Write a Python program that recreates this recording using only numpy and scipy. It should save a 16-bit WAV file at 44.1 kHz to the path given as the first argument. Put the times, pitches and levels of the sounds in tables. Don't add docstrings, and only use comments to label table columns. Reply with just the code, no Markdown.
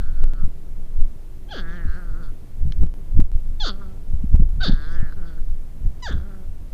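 import sys
import numpy as np
from scipy import signal
from scipy.fft import rfft, irfft, next_fast_len
from scipy.io import wavfile
from scipy.ndimage import uniform_filter1d, map_coordinates

SR = 44100
rng = np.random.default_rng(int(sys.argv[2]) if len(sys.argv) > 2 else 0)


def gain_from_decibels(decibels):
    exponent = np.asarray(decibels, float) / 20
    return 10 ** exponent


def store_pcm(level_fs):
    pcm = np.round(np.clip(level_fs, -1, 1) * 32767).astype(np.int16)
    wavfile.write(sys.argv[1], SR, np.atleast_2d(pcm).T)


N = 296793


def unit(x):
    return x / np.sqrt(np.mean(x ** 2) + 1e-20)


def wobble(rate):
    knots = rng.standard_normal(int(N * rate / SR) + 4)
    return map_coordinates(knots, [np.arange(N) * rate / SR])


def noise(spectrum):
    m = next_fast_len(N + 8192)
    hz, db = np.transpose(spectrum)
    log_hz = np.log(np.fft.rfftfreq(m, 1 / SR) + 0.36)
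    gain = gain_from_decibels(np.interp(log_hz, np.log(hz), db, left=-120, right=-120))
    return unit(irfft(rfft(rng.standard_normal(m)) * gain, m)[:N])


def mode(f, hz, width):
    return 1j * f * width / (hz * hz - f * f + 1j * f * width)


def add(track, s, shape, lead=0):
    start = max(round(s * SR) - lead, 0)
    track[start:start + len(shape)] += shape[:len(track) - start]


def bursts(t, table):
    return sum(gain_from_decibels(db) * np.exp(-((t - s) / spread) ** 2) for s, spread, db in table)


# frequency in Hz, level in dB.
HISS_SPECTRUM = [(300, 15), (1500, 8), (5000, 0.5), (14000, -0.5), (15500, -3)]
# start in seconds, end in seconds, change of gain in dB.
GAIN_DUCKS = [
    (0.243, .387, -2.5),
    (2.83, 2.94, -3),
    (3.208, 3.324, -4.5),
    (4.393, 4.491, -3.5),
]


def preamplifier_hiss():
    t = np.arange(N) / SR
    gain_db = sum(db * ((t > start) & (t < end)) for start, end, db in GAIN_DUCKS)
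    return gain_from_decibels(-60.5 + gain_db) * noise(HISS_SPECTRUM)


# time in seconds, jump of the signal in dB, direction as a sign.
GAIN_STEPS = [(.0002, -41, 1), (.2408, -22, 1), (.281, -39, -1), (.3356, -30, 1), (.3873, -43, 1),
              (2.838, -36, -1), (2.8673, -35, -1), (2.9402, -33, 1), (3.2029, -22, 1), (3.3173, -33, 1),
              (4.3605, -28, 1), (4.4912, -39, -1), (4.562, -40, 1)]


def gain_jumps():
    jumps = np.zeros(N)
    drain = np.exp(-np.arange(SR // 5) / SR / 0.051)
    for s, db, sign in GAIN_STEPS:
        add(jumps, s, np.sign(sign) * gain_from_decibels(db) * drain)
    return jumps


# frequency in Hz, level in dB.
ENGINE_TONES = [(380, -62), (325, -68)]
# time in seconds, level in dB.
ENGINE_FADE = [(0, -4.5), (1.5, 6), (3, -19), (6.73, -6)]


def engine_drone():
    t = np.arange(N) / SR
    fade_db = np.interp(t, *np.transpose(ENGINE_FADE))
    out = np.zeros(N)
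    for hz, db in ENGINE_TONES:
        level = gain_from_decibels(db + fade_db + 3.1 * wobble(3.6))
        out += level * np.sin(2 * np.pi * hz * t + 1.3 * wobble(8))
    return out


# time in seconds, heave level in dB.
WIND_LULL = [(0, -19), (0.65, -34.5), (1.3, -30.5), (1.7, -28.5), (2.45, -32.5), (3.05, -26), (3.75, -23),
             (4.05, -28.5), (4.55, -18.5), (5.3, -28), (5.9, -30.5), (6.73, -28)]
# time in seconds, heave in dB, buffet in dB, rise and fall time in seconds.
WIND_GUSTS = [(0.09, -13.5, -28, 0.074), (0.24, -4, -16, 0.054), (0.451, -6.5, -18, 0.042),
              (0.8, -19.5, -38.5, 0.16), (1.011, -4.5, -21, 0.041), (1.63, -17.5, -46, 0.024),
              (1.7, -19.5, -37, 0.053), (1.88, -11, -21, 0.052), (2.121, -13.5, -29, 0.045),
              (2.28, -16.5, -33, 0.051), (2.652, -9.5, -15.5, 0.049), (2.82, -5, -7, 0.044),
              (3.194, 0, -4, 0.034), (3.355, -8, -19, 0.024), (3.49, -14.5, -35, 0.039),
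              (3.635, -14.5, -40, 0.031), (4.15, -9, -16, 0.043), (4.25, -22, -16.5, 0.06),
              (4.345, -5.5, -7.5, 0.028), (4.42, -5.5, -12.5, 0.042), (4.6, -17, -19.5, 0.14),
              (4.73, -5.5, -15, 0.028), (5, -8.5, -21, 0.062), (4.88, -18.5, -38, 0.044),
              (5.21, -15.5, -30, 0.049), (5.42, -11.5, -29, 0.036), (5.52, -13.5, -24.5, 0.076),
              (5.865, -13.5, -17, 0.038), (6.15, -18.5, -16.5, 0.066), (6.489, -23, -31.5, 0.048)]


def gusts():
    t = np.arange(0, N, 64) / SR
    s, heave_db, buffet_db, span = np.transpose(WIND_GUSTS)[..., None]
    distance = abs(t - s) / span
    lull = gain_from_decibels(np.interp(t, *np.transpose(WIND_LULL)))
    heave_gusts = np.linalg.norm(gain_from_decibels(heave_db) * np.exp(-distance), axis=0)
    buffet_gusts = np.linalg.norm(gain_from_decibels(buffet_db) * np.exp(-distance / 0.67), axis=0)
    heave = np.hypot(lull, heave_gusts)
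    buffet = np.hypot(lull * gain_from_decibels(-9), buffet_gusts)
    return [np.interp(np.arange(N) / SR, t, c) for c in (heave, buffet)]


def evened(x, seconds):
    envelope = abs(signal.hilbert(x, next_fast_len(N))[:N])
    return unit(x / (uniform_filter1d(envelope, size=round(seconds * SR)) + .25))


# frequency in Hz, level in dB per Hz.
HEAVE_SPECTRUM = [(2, -36), (5, -10.5), (10, 3.5), (20, 2.5), (28, -8.5), (45, -30)]
BUFFET_SPECTRUM = [(15, -49), (28, -2), (60, -1), (100, -17.5), (170, -30.5), (400, -49)]
BREEZE_SPECTRUM = [(20, -41), (65, -1.5), (150, -8), (300, -17), (600, -26), (1000, -35.5), (2500, -53.5),
                   (6000, -92)]
# time in seconds, peak in dB, pitch in Hz, length in cycles.
EDDY_SLAPS = [(0.243, -30, 171, 0.61), (0.437, -24, 146, 2.4), (0.479, -29, 162, 1.25),
              (1.014, -25, 138.4, 0.94), (1.854, -25, 150.7, 0.99), (2.652, -26, 136.6, 1.55),
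              (2.674, -21, 123, 1.8), (2.708, -27.5, 130, 2.1), (2.821, -20.5, 130, 0.78),
              (2.835, -18, 133, 1.2), (2.861, -27, 130, 0.67), (3.195, -9, 134, 0.79),
              (3.219, -22.5, 129, 2.24), (4.135, -26.5, 120.5, 1.5), (4.243, -16.5, 164, 1.66),
              (4.332, -24, 114, 1.1), (4.345, -14.5, 140, 1.2), (4.401, -11.5, 140, 1.6),
              (4.422, -21, 173.4, 0.72), (4.661, -29, 174, 1.3), (4.686, -15, 177, 1.5),
              (4.697, -10, 168.2, 1.27), (4.734, -19, 149.3, 1.5), (5.03, -18.5, 126, 1.51),
              (5.852, -29.5, 129, 1.5), (6.11, -26, 171, 1.28), (6.143, -25.5, 157.8, 1.28),
              (6.154, -20.5, 127, 1.64), (6.171, -28, 145.4, 0.52), (3.176, -16, 92, 1.1),
              (2.69, -23, 95, 2), (0.99, -24, 72, 1.8), (2.845, -17, 90, 1.2)]
# time in seconds, depth in dB.
CAPSULE_CREASES = [(2.8325, -16), (2.835, -13.5), (2.8425, -26), (3.178, -26), (4.35, -29), (4.3522, -18.5),
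                   (4.4046, -22), (4.697, -16.5), (3.197, -35)]


def wind():
    heave_gain, buffet_gain = gusts()
    heave = heave_gain * evened(noise(HEAVE_SPECTRUM), 0.044)
    lumps = unit(gain_from_decibels(2.05 * wobble(14)) * evened(noise(BUFFET_SPECTRUM), 0.028))
    buffet = buffet_gain * gain_from_decibels(-2.5) * lumps
    breeze = gain_from_decibels(-45 + 0.68 * wobble(3.1) + 1.04 * wobble(20)) * noise(BREEZE_SPECTRUM)
    out = heave + buffet + breeze
    for s, db, hz, cycles in EDDY_SLAPS:
        u = np.arange(-SR // 10, SR // 10) / SR * hz
        swell = np.exp(-(u / (0.31 * cycles)) ** 2)
        add(out, s, gain_from_decibels(db + 3) * swell * np.cos(2 * np.pi * (u + rng.random())), lead=SR // 10)
    u = np.arange(-800, 800) / SR
    for s, db in CAPSULE_CREASES:
        add(out, s, -gain_from_decibels(db) * np.exp(-abs(u) / .0006), lead=800)
    return out


# time in seconds, spread in seconds, level in dB.
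QUILL_RUSTLES = [(2.722, .016, -63), (2.785, .012, -67), (1.96, .08, -72), (5.22, .004, -64),
                 (6.005, .003, -66), (3.9, .004, -70)]


def quills():
    crackle = gain_from_decibels(7.5 * wobble(260))
    rustle = noise([(1200, -9.5), (2400, -7), (5500, -9), (8000, -38), (13000, -31)])
    return bursts(np.arange(N) / SR, QUILL_RUSTLES) * crackle * rustle


# time in seconds, spread in seconds, level in dB.
NOSTRIL_PUFFS = [(1.99, .07, -70), (2.25, .07, -73), (3.683, .003, -60), (4.647, 0.018, -62),
                 (4.92, .06, -69)]


def panting():
    air = noise([(5000, -12), (8400, -6), (9400, -2), (10500, -7), (13000, -16)])
    return bursts(np.arange(N) / SR, NOSTRIL_PUFFS) * gain_from_decibels(3 * wobble(150)) * air


# time in seconds, mouth mode in Hz, throat mode in Hz,
# nose stretch as a ratio, nose level re throat in groans in dB.
JAW_DRIFT = [(0.05, 1460, 3530, 1, 0), (0.18, 1420, 3000, 1, 6), (0.35, 1360, 3120, 1, 1),
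             (0.45, 1302, 3230, 1.05, 1), (1.55, 1480, 3170, 1.02, -8), (1.69, 1640, 3550, 1.02, -4),
             (1.75, 1660, 3250, 1.02, -7), (1.81, 1720, 2780, .99, -8), (1.88, 1570, 2750, 0.95, 5),
             (1.95, 1562, 2727, 0.99, 7), (2.08, 1379, 3102, 1.03, 13), (2.25, 1375, 3490, 1.03, 2),
             (3.6, 1348, 3410, 1, -2), (3.78, 1264, 3350, 1.03, -1), (4.63, 1430, 3510, 1.03, -3.5),
             (4.72, 1560, 3520, 1, -3), (4.8, 1540, 3591, 1.03, -1), (4.86, 1540, 3455, 0.95, 2),
             (4.91, 1500, 3348, 1.08, -1), (4.95, 1590, 3400, 1.14, -9), (5.0, 1692, 2800, 1.15, -17),
             (5.06, 1699, 2800, 0.97, 8), (5.13, 1480, 3000, 0.93, 10), (5.2, 1409, 3422, 1.03, 4),
             (6.1, 1543, 3342, 1.046, -13), (6.28, 1370, 3435, 1.08, -4)]
# time in seconds, pitch in Hz, effort in dB, upper modes re mouth in dB.
LONG_WINDED_GROANS = [
    [(0.0, 134.2, -52, -14), (0.096, 128, -57.5, -18), (0.132, 139.1, -62.5, -14.5),
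     (0.19, 134.5, -58, -13), (0.24, 130.7, -58, -14.5), (0.27, 137.5, -65, -13), (0.36, 145.3, -58.5, -13),
     (0.418, 145.3, -53.5, -28), (0.465, 140, -65, -33)],
    [(1.625, 163, -45, -23), (1.66, 162.8, -44, -32), (1.71, 170.1, -41.5, -24.5),
     (1.763, 178.5, -41.5, -23.5), (1.837, 161, -45, -35), (1.86, 148.8, -51, -27)],
    [(1.884, 139.3, -46, -22), (1.932, 142.7, -44.5, -20.5), (1.97, 181.2, -47, -22),
     (2.0, 179.7, -48, -34), (2.075, 168, -54, -26), (2.138, 152.5, -53.5, -28), (2.2, 170.1, -52.5, -30),
     (2.24, 154.4, -51.5, -11.5), (2.325, 148.4, -63, -22)],
]
LONG_WINDED_LATE_GROANS = [
    [(4.725, 150, -42.5, -4.5), (4.75, 148, -45.5, -10), (4.785, 146.5, -45.5, -18),
     (4.82, 146.9, -46.5, -13.5), (4.944, 172.4, -43, -19), (4.985, 165.2, -44, -26),
     (5.038, 157.7, -45.5, -27), (5.11, 148.7, -52.5, -21), (5.132, 156, -48, -20),
     (5.145, 158.1, -66, -13)],
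    [(5.175, 205.3, -59, -16), (5.215, 170.1, -54, -34), (5.283, 167, -54.5, -11), (5.393, 153.2, -62, -19),
     (5.4, 154, -76, -28)],
]
CURT_GROANS = [
    [(3.735, 186.1, -59, -6), (3.755, 192.5, -58, -14), (3.79, 201.4, -60, -15), (3.816, 199.4, -50, -23),
     (3.874, 185.7, -61.5, -13), (3.98, 196, -75, -15)],
    [(6.14, 171, -48, -16), (6.22, 176.2, -57, -19), (6.262, 200.3, -58.5, -24), (6.306, 198.5, -58, -22),
     (6.444, 185.5, -68, -19), (6.45, 187.1, -80, -14)],
]


def groan_controls(t):
    groans = sorted(LONG_WINDED_GROANS + LONG_WINDED_LATE_GROANS + CURT_GROANS)
    s, *cols = np.transpose(sum(groans, []))
    pitch, effort_db, upper_db = (np.interp(t, s, c) for c in cols)
    drift_s, *_, nose_re_throat = np.transpose(JAW_DRIFT)
    nose_db = np.interp(t, drift_s, nose_re_throat)
    chest_db = -52 + 0.24 * (effort_db + 51) + 0.1759 * (pitch - 160)
    top_db = effort_db + upper_db
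    gains = gain_from_decibels([chest_db, effort_db, top_db - nose_db / 2, top_db + nose_db / 2, top_db - 14.5])
    gate = sum((t > rows[0][0] - .013) & (t < rows[-1][0] + .002) for rows in groans)
    for a, b in zip(groans, groans[1:]):
        end, start = a[-1][0], b[0][0]
        if start - end < .027:
            gate = gate + ((t > end) & (t < start))
    return gate, pitch, gains


# onset in seconds, catch of the voice in seconds, top pitch in Hz,
# middle of the drop in seconds, drop time in seconds.
YELP_EVENTS = [
    (1.482, 1.509, 950, 1.547, .016),
    (3.597, 3.603, 862, 3.658, .012),
    (4.602, 4.629, 840, 4.66, .0145),
    (6.02, 6.024, 1015, 6.086, .0145),
]
# chest, mouth, throat, nose and sinus in dB.
YELP_LEVELS = [(-38, -43.5, -39.5, -49.5, -59.5), (-37, -40.5, -31.5, -37, -52.5),
               (-36, -30.5, -27.5, -31.5, -46.5), (-34.5, -33.5, -40, -42.5, -48)]
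# mouth, throat, nose and sinus in seconds.
YELP_HOLDS = [(0.051, 0.057, .058, .05), (0.035, 0.035, 0.033, 0.016), (0.024, 0.025, 0.022, .008),
              (0.041, .048, .012, .012)]
# chest, mouth, throat, nose and sinus in dB.
YELP_LEADS = [(-13, -16, -14, -26, -22), (-4, -4, -4, -5, -3), (-9, -1.5, -10.5, -14, -32),
              (-8, -3, -12, -10, -8)]
# chest, mouth, throat, nose and sinus in dB.
YELP_SAGS = [(0, -6, 5, 0, 2), (0, -8, 3.5, -5.5, -6), (0, 6, 7, 3, 13), (7, 5, 7.5, 13, 11)]
# share of the
# pitch, time in seconds.
YELP_SCOOPS = [(.15, .013), (-.12, .004), (.08, 0.00451), (-.03, .0045)]


def controls(t):
    gate, pitch, gains = groan_controls(t)
    loose = np.zeros(N)
    release_db_per_s = np.c_[[435, 650, 704, 800, 600]]
    tables = zip(YELP_EVENTS, YELP_LEVELS, YELP_HOLDS, YELP_LEADS, YELP_SAGS, YELP_SCOOPS)
    for event, voice_db, upper_hold, lead_db, sag_db, (scoop, scoop_s) in tables:
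        onset, catch, top_hz, middle, drop = event
        now = (t >= onset - .01) & (t < middle + .15)
        age = np.maximum(t[now] - onset, 0)
        tension = 1 / (1 + np.exp((np.maximum(t[now], catch) - middle) / drop))
        lead = 1 / (1 + np.exp((t[now] - catch) / 0.0018))
        loose[now] = np.maximum(lead, 14 * (catch - onset))
        yelp_hz = top_hz * (1 - scoop * np.exp(-age / scoop_s))
        pitch[now] += tension * (yelp_hz - pitch[now])
        hold = np.c_[[0.046, *upper_hold]]
        shape_db = -28 * np.exp(-age / 0.0028) + np.c_[list(lead_db)] * lead
        shape_db = shape_db - np.c_[list(sag_db)] * (1 - tension)
        shape_db = shape_db - release_db_per_s * np.maximum(t[now] - middle - hold, 0)
        yelp_gains = gain_from_decibels(np.c_[list(voice_db)] + shape_db)
        gains[:, now] = np.hypot((1 - tension) ** 2 * gains[:, now], yelp_gains)
        gate = gate + ((t >= onset) & (t < middle + .09))
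    return np.clip(gate, 0, 1), loose, pitch, *(20 * np.log10(gains))


def steady(h, share, pitch):
    passing = np.linalg.norm(h, axis=0) * np.sqrt(pitch)
    even = h / np.sqrt(np.sum(abs(h) ** 2, axis=0) / 2)
    return even * (passing / np.median(passing)) ** share


# frequency in Hz, width in Hz, level in dB.
SINUS_MODES = [(6080, 930, 7), (7500, 900, -25), (9400, 900, -28)]


def resonances(f, t, cheek, ceiling_hz):
    pitch = f[0]
    drift_s, *drift = np.transpose(JAW_DRIFT)
    mouth_hz, throat_hz, stretch, _ = (np.interp(t, drift_s, c) for c in drift)
    lips = 1.034 * mouth_hz
    skirt = 4.7
    chest = -1j * np.sqrt(2) * (pitch / f) ** 1.3 / (1 + (f / 1250) ** 4)

    mouth = mode(f, lips, 155) * mode(f, cheek * lips, 305) / (1 + (f / lips / 1.61) ** 14)

    throat = mode(f, throat_hz, 246) * mode(f, throat_hz, skirt * 246)
    throat = throat / (1 + (0.8 * throat_hz / f) ** 8) / (1 + (f / throat_hz / 1.85) ** 8)

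    nose = mode(f, 1.006 * 4320 * stretch, 370) * mode(f, 4320 * stretch, skirt * 370)
    nose = nose / (1 + (4000 / f) ** 10) / (1 + (f / stretch / 5200) ** 16)

    sinus = sum((-1) ** k * gain_from_decibels(db) * mode(f, hz, w) for k, (hz, w, db) in enumerate(SINUS_MODES))
    sinus = sinus / (1 + (5200 / f) ** 10) / (1 + (f / ceiling_hz) ** 22)

    snap = 1 / (1 + (2900 / f) ** 4) / (1 + (f / 8200) ** 16) + 0j
    shares = [(mouth, .82), (throat, .57), (nose, .57), (sinus, .3), (snap, 0)]
    return chest, *(steady(h, share, pitch) for h, share in shares)


def breath_noise(mouth_db, throat_db, nose_db, sinus_db, weak):
    throat = noise([(2400, -22), (3000, -6), (3450, 0), (4100, -9), (4600, -22)])
    nose = noise([(3800, -20), (4550, 0), (5200, -8), (5700, -24)])
    sinus = noise([(5000, -14), (6200, 0), (6900, -6), (7800, -26), (9400, -26), (10200, -44)])
    rasp = noise([(800, -22), (1150, 0), (1800, 0), (2300, -26)])
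    breath = gain_from_decibels(throat_db - 5.5) * throat + gain_from_decibels(nose_db - 5.5) * nose + gain_from_decibels(sinus_db - 1) * sinus
    return breath + gain_from_decibels(mouth_db - 16 + 5 * weak) * rasp


# time in seconds, cheek mode re lips as a ratio, sinus ceiling in Hz,
# fraying from 0 to 2, sinus level in dB.
HEAD_POSTURE = [(0, 0.84, 6700, 0.14, -3), (.46, .9, 6700, .1, -3), (1.5, 0.69, 6500, 0.38, -1),
                (1.65, 0.75, 6460, 0.39, -1), (1.72, 0.73, 6410, .4, 10), (1.8, 0.71, 6400, .4, 0),
                (2, .82, 6400, .4, -3), (2.3, 0.8, 6400, .6, -3), (3.6, 0.72, 6990, 0.99, 0),
                (3.64, 0.77, 7160, 1.1, 3), (3.68, 0.77, 7900, 1.18, -2), (3.715, .74, 7000, 1, -7),
                (4, 0.73, 7000, 1.2, -5), (4.6, 0.78, 8050, .6, 2), (4.66, .72, 7810, 0.58, -1),
                (4.71, .76, 6500, .6, -5), (4.88, 0.73, 6300, .7, 0), (4.94, 0.7, 6294, .7, 8),
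                (4.99, 0.73, 6310, .8, -4), (5.4, 0.81, 6500, 0.89, -3), (6, 0.77, 8300, 1.5, -0.5),
                (6.1, .74, 7800, 1.6, -1.5), (6.17, 0.7, 6900, 1.46, 7), (6.45, 0.7, 6900, 1.6, 0)]
# time in seconds, level in dB.
FOLD_SNAPS = [(3.673, -57), (3.683, -51), (3.692, -59), (3.706, -66), (6.114, -63), (6.1245, -58),
              (6.13, -51), (6.158, -68), (6.181, -68), (4.944, -68), (4.954, -66)]
# start in seconds, end in seconds, depth from 0 to 1.
PERIOD_DOUBLING = [
    (3.72, 3.8, 0.3),
    (6.165, 6.23, .4),
    (6.27, 6.44, .2),
    (3.82, 3.95, .15),
    (5.08, 5.14, 0.32),
    (2.06, 2.2, 0.16),
]


def voices():
    t = np.arange(N) / SR
    gate, loose, *cols = controls(t)
    gate = uniform_filter1d(gate * 1., size=140)
    on = np.flatnonzero(gate > 0)
    knots = on[::32]
    pitch, chest_db, mouth_db, throat_db, nose_db, sinus_db = (uniform_filter1d(c, size=120) for c in cols)
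    head_s, *head = np.transpose(HEAD_POSTURE)
    cheek, ceiling_hz, fray, shine_db = (np.interp(t, head_s, c) for c in head)

    slack = np.maximum(np.clip((560 - pitch) / 260, .2, 1), 0.908 * loose)
    groaning = np.clip((200 - pitch) / 30, 0, 1)
    weak = fray * np.clip((230 - pitch) / 30, 0, 1) * np.clip((-44 - mouth_db) / 10, 0, 1)
    jitter = (slack + .2 * weak) * (0.00726 * wobble(45) + 0.00704 * wobble(170))
    tumble = .019 * slack * np.clip((pitch - 190) / 80, 0, 1) * wobble(450)
    pitch = pitch * (1 + jitter + tumble)
    turn = 2 * np.pi * np.cumsum(pitch) / SR

    chest_db = chest_db + 5.15 * groaning
    throat_db = throat_db + 1.2 * slack * wobble(140) + 1.5 * groaning * wobble(25)
    nose_db = nose_db + 1.3 * slack * wobble(140) + 1.5 * groaning * wobble(25)
    sinus_db = sinus_db + shine_db + 3 * slack * wobble(140)
    shaken_mouth_db = mouth_db + (0.89 * slack + 2.5 * weak) * wobble(120)
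    snap_gain = sum(gain_from_decibels(db) * np.exp(-((t - s) / .0022) ** 2) for s, db in FOLD_SNAPS)

    f = np.arange(1, 61)[:, None] * pitch[knots]
    chest, mouth, throat, nose, sinus, snap = resonances(f, t[knots], cheek[knots], ceiling_hz[knots])
    h = gain_from_decibels(chest_db)[knots] * chest + gain_from_decibels(shaken_mouth_db)[knots] * mouth
    h = h + gain_from_decibels(throat_db)[knots] * throat - gain_from_decibels(nose_db)[knots] * nose
    h = h + gain_from_decibels(sinus_db)[knots] * sinus + snap_gain[knots] * snap
    out = np.zeros(N)
    spin = np.exp(1j * turn[on])
    partial = spin
    for row in h:
        out[on] += (np.interp(on, knots, row) * partial).real
        partial = partial * spin

    puffs = slack * (1 + np.cos(turn - .8)) ** 2 / 2
    out = out + puffs * breath_noise(mouth_db, throat_db, nose_db, sinus_db, weak)
    depth = sum(np.clip(d, 0, 1) * ((t > a) & (t < b)) for a, b, d in PERIOD_DOUBLING)
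    return gate * (1 + uniform_filter1d(depth, size=400) * np.cos(turn / 2)) * out


def scene():
    return (engine_drone() + wind() + quills() + panting() + voices())[None]


def top_cut(x):
    return signal.sosfilt(signal.butter(12, 15780, fs=SR, output="sos"), x)


def record(dry):
    clipped = dry / (1 + abs(dry / .94) ** 6) ** (1 / 6)
    return top_cut(clipped + gain_jumps() + preamplifier_hiss())


dry = scene()
out = record(dry)
store_pcm(out)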